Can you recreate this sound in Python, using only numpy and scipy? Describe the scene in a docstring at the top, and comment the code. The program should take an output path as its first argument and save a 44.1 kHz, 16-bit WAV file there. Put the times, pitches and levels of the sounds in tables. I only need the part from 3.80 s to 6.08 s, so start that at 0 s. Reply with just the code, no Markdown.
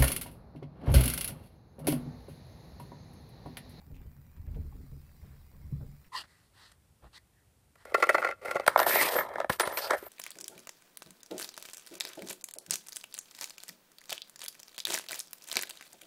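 """The padded steps of a guinea pig leaving its shelter over shredded paper boom and knock a plastic cage tray.
Each step rings damped modes of the tray and crushes paper; shifting weight adds a rumble of shaped noise.
Tapped shelter modes, crackling paper rustles and snaps, and a thin rough squeak lie among the steps.
Behind them are the camera's buzz, fizz and tick from a switched load, and room rumble and microphone hiss
from filtered noise."""
import sys
import numpy as np
from scipy import signal
from scipy.fft import rfft, irfft, next_fast_len
from scipy.io import wavfile
from scipy.ndimage import uniform_filter1d

SR = 44100
rng = np.random.default_rng(int(sys.argv[2]) if len(sys.argv) > 2 else 0)


def log_audio(samples):
    """Write samples as a 16-bit WAV file to the path given in sys.argv[1]."""
    # one column per channel
    frames = np.atleast_2d(samples).T
    # limit to full scale, then quantise
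    limited = np.clip(frames, -1, 1)
    pcm = np.round(limited * 32767).astype(np.int16)
    wavfile.write(sys.argv[1], SR, pcm)


N = 100768  # length in samples
EVENT_T = np.arange(SR // 4) / SR  # time within one quarter-second event, in seconds

# Modes of the whole tray: pitch_hz, level_db, t60_s
THUD_MODES = [(56, -8, .16), (74, 0, .22), (88, -5, .16)]
# Modes of the tray floor: pitch_hz, level_db, t60_s
BOOM_MODES = [(122, -5, .18), (141, 1, .22), (174, -9, .15), (205, -11, .12)]
# Modes of the tray walls: pitch_hz, level_db, t60_s
KNOCK_MODES = [(258, 0, .13), (355, -3, .1), (432, 0, .11), (492, -2, .1), (590, -1, .11), (790, -3, .09),
               (1010, -8, .08), (1180, -9, .07)]
# Paw contacts: start_s, thud_level_db, boom_level_db, knock_level_db, favoured_wall_pitch_hz
STEPS = [(0.069, -62, -45.5, -51.5, 290), (.103, -73, -45, -53.5, 493), (0.121, -42.5, -59, -53, 262),
         (.155, -46, -54, -51, 260), (.205, -46.5, -55, -53, 328), (0.249, -43, -51.5, -53, 444),
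         (0.271, -45.5, -59, -70, 490), (.385, -57, -45.5, -49, 191), (.571, -45, -50, -54, 318),
         (.596, -36, -55.5, -92, 298), (0.675, -33, -55, -54.5, 527), (.717, -49, -45.5, -56, 332),
         (.759, -69, -45, -41.5, 420), (.783, -31, -41, -40.5, 241), (.808, -63, -47, -57, 540),
         (0.841, -54, -46, -46.5, 313), (.945, -62, -51, -46.5, 306), (.99, -43, -43.5, -46.5, 324),
         (1.031, -54, -51, -48, 270), (1.12, -52, -39, -55.5, 427), (1.157, -79, -49, -50, 272),
         (1.426, -43, -56, -55.5, 630), (1.448, -45, -51, -64, 396), (1.528, -56, -49, -59.5, 448),
         (1.842, -38.5, -52, -82, 300), (1.912, -39, -59, -41.5, 217), (1.925, -37, -25, -50, 227),
         (1.95, -41, -37, -52, 330), (2.002, -59, -60, -47, 610), (2.009, -51, -36.5, -45.5, 250),
         (2.026, -58, -43, -48, 465), (2.062, -61, -46.5, -58, 342), (2.09, -49, -63, -74, 250),
         (2.138, -49, -48.5, -86, 248)]
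STEP_ATTACK_S = .005
PADDING = 1.35  # bedding cutoff as a multiple of the favoured pitch
FOCUS_DB_PER_OCT = 15  # loss of a wall mode with distance from the favoured pitch
WALL_SAG = 0.082  # the walls start sharp by this fraction, then sag as the paw's weight settles
SCUFF_DB, SCUFF_T60_S, SCUFF_OCTAVES = -8.5, 0.067, 0.52  # crushed paper, relative to the wall ring


def steps():
    """Modal excitation: each paw rings the tray and crushes paper; the contact point weights the wall modes."""
    out = np.zeros(N)
    press = amp(SCUFF_DB - 60 * EVENT_T / SCUFF_T60_S) * (1 - np.exp(-EVENT_T / STEP_ATTACK_S))
    for start, thud_db, boom_db, knock_db, contact_hz in STEPS:
        walls = []
        for hz, db, t60 in KNOCK_MODES:
            distance_octaves = abs(np.log2(hz / contact_hz))
            walls.append((hz, db - FOCUS_DB_PER_OCT * distance_octaves, t60))
        scuff = press * crackle(band(contact_hz, SCUFF_OCTAVES))
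        knock = ring(walls, STEP_ATTACK_S, WALL_SAG) + scuff
        # the bedding acts as a low-pass on the knock and scuff
        bedding = signal.butter(N=3, Wn=PADDING * contact_hz, fs=SR, output="sos")
        padded_knock = signal.sosfilt(bedding, knock)
        thud = ring(THUD_MODES, STEP_ATTACK_S)
        boom = ring(BOOM_MODES, STEP_ATTACK_S)
        add(out, start, amp(thud_db) * thud + amp(boom_db) * boom + amp(knock_db) * padded_knock)
    return out


# Level of the tray's rumble over time: time_s, level_db
SHIFTING_LEVEL = [(0, -58.5), (.07, -58), (.13, -46), (.27, -50), (.33, -58.5), (.53, -58), (.62, -49.5),
                  (.76, -35), (.9, -46), (1.02, -49), (1.17, -51), (1.24, -53.5), (1.38, -58.5),
                  (1.46, -52), (1.66, -58), (1.8, -49), (1.88, -47.5), (2.04, -42), (2.28, -70.5)]
# Spectrum of the tray's rumble: pitch_hz, level_db
RUMBLE_SPECTRUM = [(15, -9), (28, 6), (48, 0.5), (62, 4.5), (75, 9), (88, 1), (105, -4.5), (137, -1),
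                   (175, -12), (220, -12), (256, -18.5), (315, -20.5), (470, -30.5), (700, -39.5),
                   (1500, -47.5), (4000, -66)]


def shifting():
    """Continuous random excitation: the animal's moving weight keeps the tray rumbling between steps."""
    return amp(curve(SHIFTING_LEVEL)) * noise(RUMBLE_SPECTRUM)


# Light taps on the shelter: start_s, low_mode_level_db, high_mode_level_db
TAPS = [(.017, -56.5, -73), (.205, -58, -81), (0.923, -54.5, -50.5), (.938, -58.5, -64), (1.747, -73, -57),
        (1.929, -77, -55.5)]
# Lower shelter mode: pitch_hz, level_db, t60_s
TAP_LOW_MODE = [(824, 0, 0.061)]
# Upper shelter mode: pitch_hz, level_db, t60_s
TAP_HIGH_MODE = [(1082, 0, 0.031)]


def taps():
    """Impulsive excitation of two damped modes: small hollow taps on the shelter."""
    out = np.zeros(N)
    for start, low_db, high_db in TAPS:
        low = amp(low_db) * ring(TAP_LOW_MODE, attack_s=.0012)
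        high = amp(high_db) * ring(TAP_HIGH_MODE, attack_s=.0015)
        add(out, start, low + high)
    return out


# Paper rustles: start_s, length_s, level_db, centre_hz, half_width_octaves
RUSTLES = [(.138, 0.06, -69, 2500, 0.34), (0.142, 0.038, -73.5, 4800, 1), (0.193, 0.054, -73, 1400, 1),
           (0.558, 0.038, -74.5, 1430, 1), (0.656, 0.053, -74, 1510, 1), (0.738, 0.026, -66, 1720, 1),
           (0.753, 0.037, -64.5, 810, 0.27), (1.105, 0.014, -71, 950, 0.23),
           (1.415, .17, -69.5, 1080, 0.93), (1.457, 0.049, -79, 1980, 0.57),
           (1.998, 0.056, -68, 1000, 0.68), (2.226, 0.053, -70, 2020, 0.54)]
# Single paper strips snapping free: start_s, level_db, pitch_hz
SNAPS = [(0.145, -57, 2650), (0.154, -67, 2800), (.165, -58, 2670), (.178, -64, 2360), (0.23, -60, 1190),
         (0.58, -66, 1700), (.669, -60, 1750), (.746, -62, 2700), (1.292, -57, 1690), (1.418, -60, 2100),
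         (1.477, -66, 1380), (1.488, -64, 2210), (1.531, -62, 960), (1.561, -64.5, 1900)]
RUSTLE_RISE = .4  # fraction of a rustle spent rising
SNAP_T60_S, SNAP_GRIT_DB, SNAP_OCTAVES = .02, -8, .5  # grit level is relative to the snap


def rustles():
    """Friction and sudden release: paper strips brush past each other in swells, and single strips snap free."""
    out = np.zeros(N)
    for start, length, db, hz, width in RUSTLES:
        swell = np.interp(EVENT_T / length, [0, RUSTLE_RISE, 1], [0, 1, 0]) ** .5
        add(out, start, amp(db) * swell * crackle(band(hz, width)))
    for start, db, hz in SNAPS:
        grit_decay = amp(SNAP_GRIT_DB - 60 * EVENT_T / SNAP_T60_S)
        grit = grit_decay * crackle(band(hz, SNAP_OCTAVES))
        tone = ring([(hz, 0, SNAP_T60_S)], attack_s=0.0013)
        add(out, start, amp(db) * (tone + grit))
    return out


SQUEAK_S, SQUEAK_LENGTH_S, SQUEAK_HZ, SQUEAK_DB = 1.205, .125, 2630, -79
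SQUEAK_SAG, SQUEAK_SETTLE_S = .05, .025  # initial sharpness as a fraction, and its time constant


def squeak():
    """Frequency modulation: a thin tone, roughened by random pitch jitter, sags onto its pitch."""
    out = np.zeros(N)
    sag = SQUEAK_SAG * np.exp(-EVENT_T / SQUEAK_SETTLE_S)
    jitter = 0.2 * rng.standard_normal(len(EVENT_T))
    hz = SQUEAK_HZ * (1 + sag + jitter)
    swell = np.abs(np.sin(np.pi * np.clip(EVENT_T / SQUEAK_LENGTH_S, 0, 1))) ** .5
    tone = np.sin(2 * np.pi * np.cumsum(hz) / SR)
    add(out, SQUEAK_S, amp(SQUEAK_DB) * swell * tone)
    return out


# Spectrum of the switching clicks: pitch_hz, level_db
EDGE_SPECTRUM = [(150, -23), (500, 5.5), (900, 3), (1700, -4), (2500, -1), (3200, -11.5), (5000, -17),
                 (7000, -12.5), (15000, -14)]
# Partials of the tick: pitch_hz, level_db, t60_s
TICK_PARTIALS = [(1360, 0.5, 0.0021), (1950, -6, 0.0035), (4100, -6, 0.0031), (7160, -2.5, 0.003),
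                 (11530, 1, 0.0025), (14500, -22, 0.0019)]
# Spectrum of the load's fizz: pitch_hz, level_db
FIZZ_SPECTRUM = [(9000, -60), (12500, -17), (13500, -6), (14350, 0), (15000, -4), (15700, -10)]
BUZZ_HZ, OFF_S, GAP_S = 60, .0109, .0047  # switching rate, a switch-off time, time spent off per cycle
TICK_HZ, TICK_S = 20, .0166  # a tick every third cycle, and the time of one tick
EDGE_DB, TICK_DB, FIZZ_DB = -77.5, -57, -75
FIZZ_OFF_DB = -6.5  # fizz with the load off relative to on, split evenly about FIZZ_DB


def electronics():
    """Periodic switching transients: a load clicks at both edges and fizzes more while on; an even tick recurs."""
    t = np.arange(N) / SR
    on = ((t - OFF_S) % (1 / BUZZ_HZ) > GAP_S) * 1.
    edges = unit(coloured(np.diff(on, prepend=on[0]), EDGE_SPECTRUM))
    age = (t - TICK_S) % (1 / TICK_HZ)
    ticks = np.zeros(N)
    for hz, db, t60 in TICK_PARTIALS:
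        ticks += amp(db - 60 * age / t60) * np.sin(2 * np.pi * hz * age)
    fizz = amp(FIZZ_DB + FIZZ_OFF_DB * (0.5 - on)) * noise(FIZZ_SPECTRUM)
    return amp(EDGE_DB) * edges + amp(TICK_DB) * ticks + fizz


# Spectrum of the room rumble: pitch_hz, level_db
ROOM_SPECTRUM = [(20, -7.5), (60, -12.5), (140, -6), (200, -11.5), (320, -24), (600, -28), (1200, -33.5),
                 (2400, -34.5), (3000, -57), (6000, -101)]
# Spectrum of the microphone hiss: pitch_hz, level_db
HISS_SPECTRUM = [(300, 2.5), (2550, -3), (2900, -1.5), (3400, -0.5), (4050, 2.5), (4350, 1), (4700, 5),
                 (5000, 2), (5300, 3), (5900, -0.5), (6400, -6), (7100, 0.5), (8400, -0.5), (9700, 2.5),
                 (10400, -1.5), (11600, -1.5), (15500, -1.5)]
# Level of the hiss over time: time_s, level_db
HISS_LEVEL = [(0, -77), (.69, -77.5), (.74, -73), (1.6, -71.5), (1.77, -74.5), (1.88, -72.5), (2.28, -71.5)]
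ROOM_DB = -61.5
PATCH_DB = 3.5  # rms depth of the flicker below 6 kHz


def background():
    """Stationary broadband noise: room rumble, and microphone hiss of slowly varying level."""
    room = amp(ROOM_DB) * patchy(noise(ROOM_SPECTRUM), PATCH_DB)
    hiss = amp(curve(HISS_LEVEL)) * patchy(noise(HISS_SPECTRUM), PATCH_DB)
    return room + hiss


SAG_S = .016  # time constant of a mode's pitch sag


def ring(modes, attack_s, sag=0):
    """Modal synthesis: damped modes after a soft blow, each slightly reweighted and detuned by its contact."""
    spread_db, detune = 1.2, .008
    # warped time makes every mode start sharp by the fraction sag
    bent = EVENT_T + sag * SAG_S * (1 - np.exp(-EVENT_T / SAG_S))
    body = np.zeros(len(EVENT_T))
    for hz, db, t60 in modes:
        decay = amp(db + spread_db * rng.normal() - 60 * EVENT_T / t60)
        mode_hz = hz * (1 + detune * rng.normal())
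        body += decay * np.sin(2 * np.pi * mode_hz * bent)
    return body * (1 - np.exp(-EVENT_T / attack_s))


GRAINS_PER_S, GRAIN_SPREAD_DB = 1500, 2.5


def crackle(points):
    """Random impulse train: a quarter second of tiny paper contacts of uneven size, rms 1."""
    n = len(EVENT_T)
    hits = rng.random(n) < GRAINS_PER_S / SR
    sizes = rng.standard_normal(n) * amp(GRAIN_SPREAD_DB * rng.standard_normal(n))
    return unit(coloured(hits * sizes, points))


def band(hz, width):
    """Band-pass response: (Hz, dB) points around hz, falling 3.5 dB at width octaves to either side."""
    octaves = np.linspace(-6, 6, 49)
    gain_db = -20 * np.log10(1 + (octaves / width) ** 4 / 2)
    return np.column_stack([hz * 2 ** octaves, gain_db])


def patchy(x, depth_db):
    """Time-frequency modulation: narrow bands of a noise flicker with only local correlation, at rms 1."""
    z = signal.stft(x, nperseg=1024)[2]
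    field = uniform_filter1d(rng.standard_normal(z.shape), size=4, axis=0)  # across frequency
    field = uniform_filter1d(field, size=5, axis=1)  # across time
    # the flicker is shallower in the high treble
    calm = np.interp(np.linspace(0, SR / 2, len(z)), [6000, 10000], [1, .3])[:, None]
    flickering = z * amp(depth_db * calm * unit(field))
    return unit(signal.istft(flickering, nperseg=1024)[1][:N])


def noise(points):
    """Spectral shaping: coloured noise of rms 1."""
    return unit(coloured(rng.standard_normal(N), points))


def coloured(x, points):
    """Minimum-phase filtering: a causal filter with the gain of (Hz, dB) points."""
    m = 2 * next_fast_len(len(x) // 2 + 2048, real=True)
    hz, db = np.transpose(points)
    gain_db = np.interp(np.log(np.fft.rfftfreq(m, 1 / SR) + 1), np.log(hz), db)
    cepstrum = irfft(np.log(amp(gain_db)), m)
    # folding the cepstrum onto positive time makes the filter causal
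    cepstrum[1:m // 2] *= 2
    cepstrum[m // 2 + 1:] = 0
    return irfft(rfft(x, m) * np.exp(rfft(cepstrum)), m)[:len(x)]


def curve(rows):
    """Linear interpolation: (s, value) points to one value per sample."""
    return np.interp(np.arange(N) / SR, *np.transpose(rows))


def amp(db):
    """Logarithmic level: decibels to amplitude gain."""
    return 10 ** (np.asarray(db) / 20)


def unit(x):
    """Power normalisation: scale to rms 1."""
    return x / np.sqrt(np.mean(x ** 2) + 1e-30)


def add(out, start, x):
    """Superposition: mix x into out from start in seconds."""
    i = max(0, round(start * SR))
    out[i:i + len(x)] += x[:len(out[i:])]


def scene():
    """Superposition: all sources sum at one microphone."""
    animal = steps() + shifting() + taps() + rustles() + squeak()
    return (animal + electronics() + background())[None]


TOP_HZ = 15750


def record(dry):
    """Band limiting: the camera keeps nothing at or above TOP_HZ."""
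    m = next_fast_len(N + 8192)
    passed = np.fft.rfftfreq(m, 1 / SR) < TOP_HZ
    return irfft(rfft(dry, m) * passed, m)[:, :N]


dry = scene()
out = record(dry)
log_audio(out)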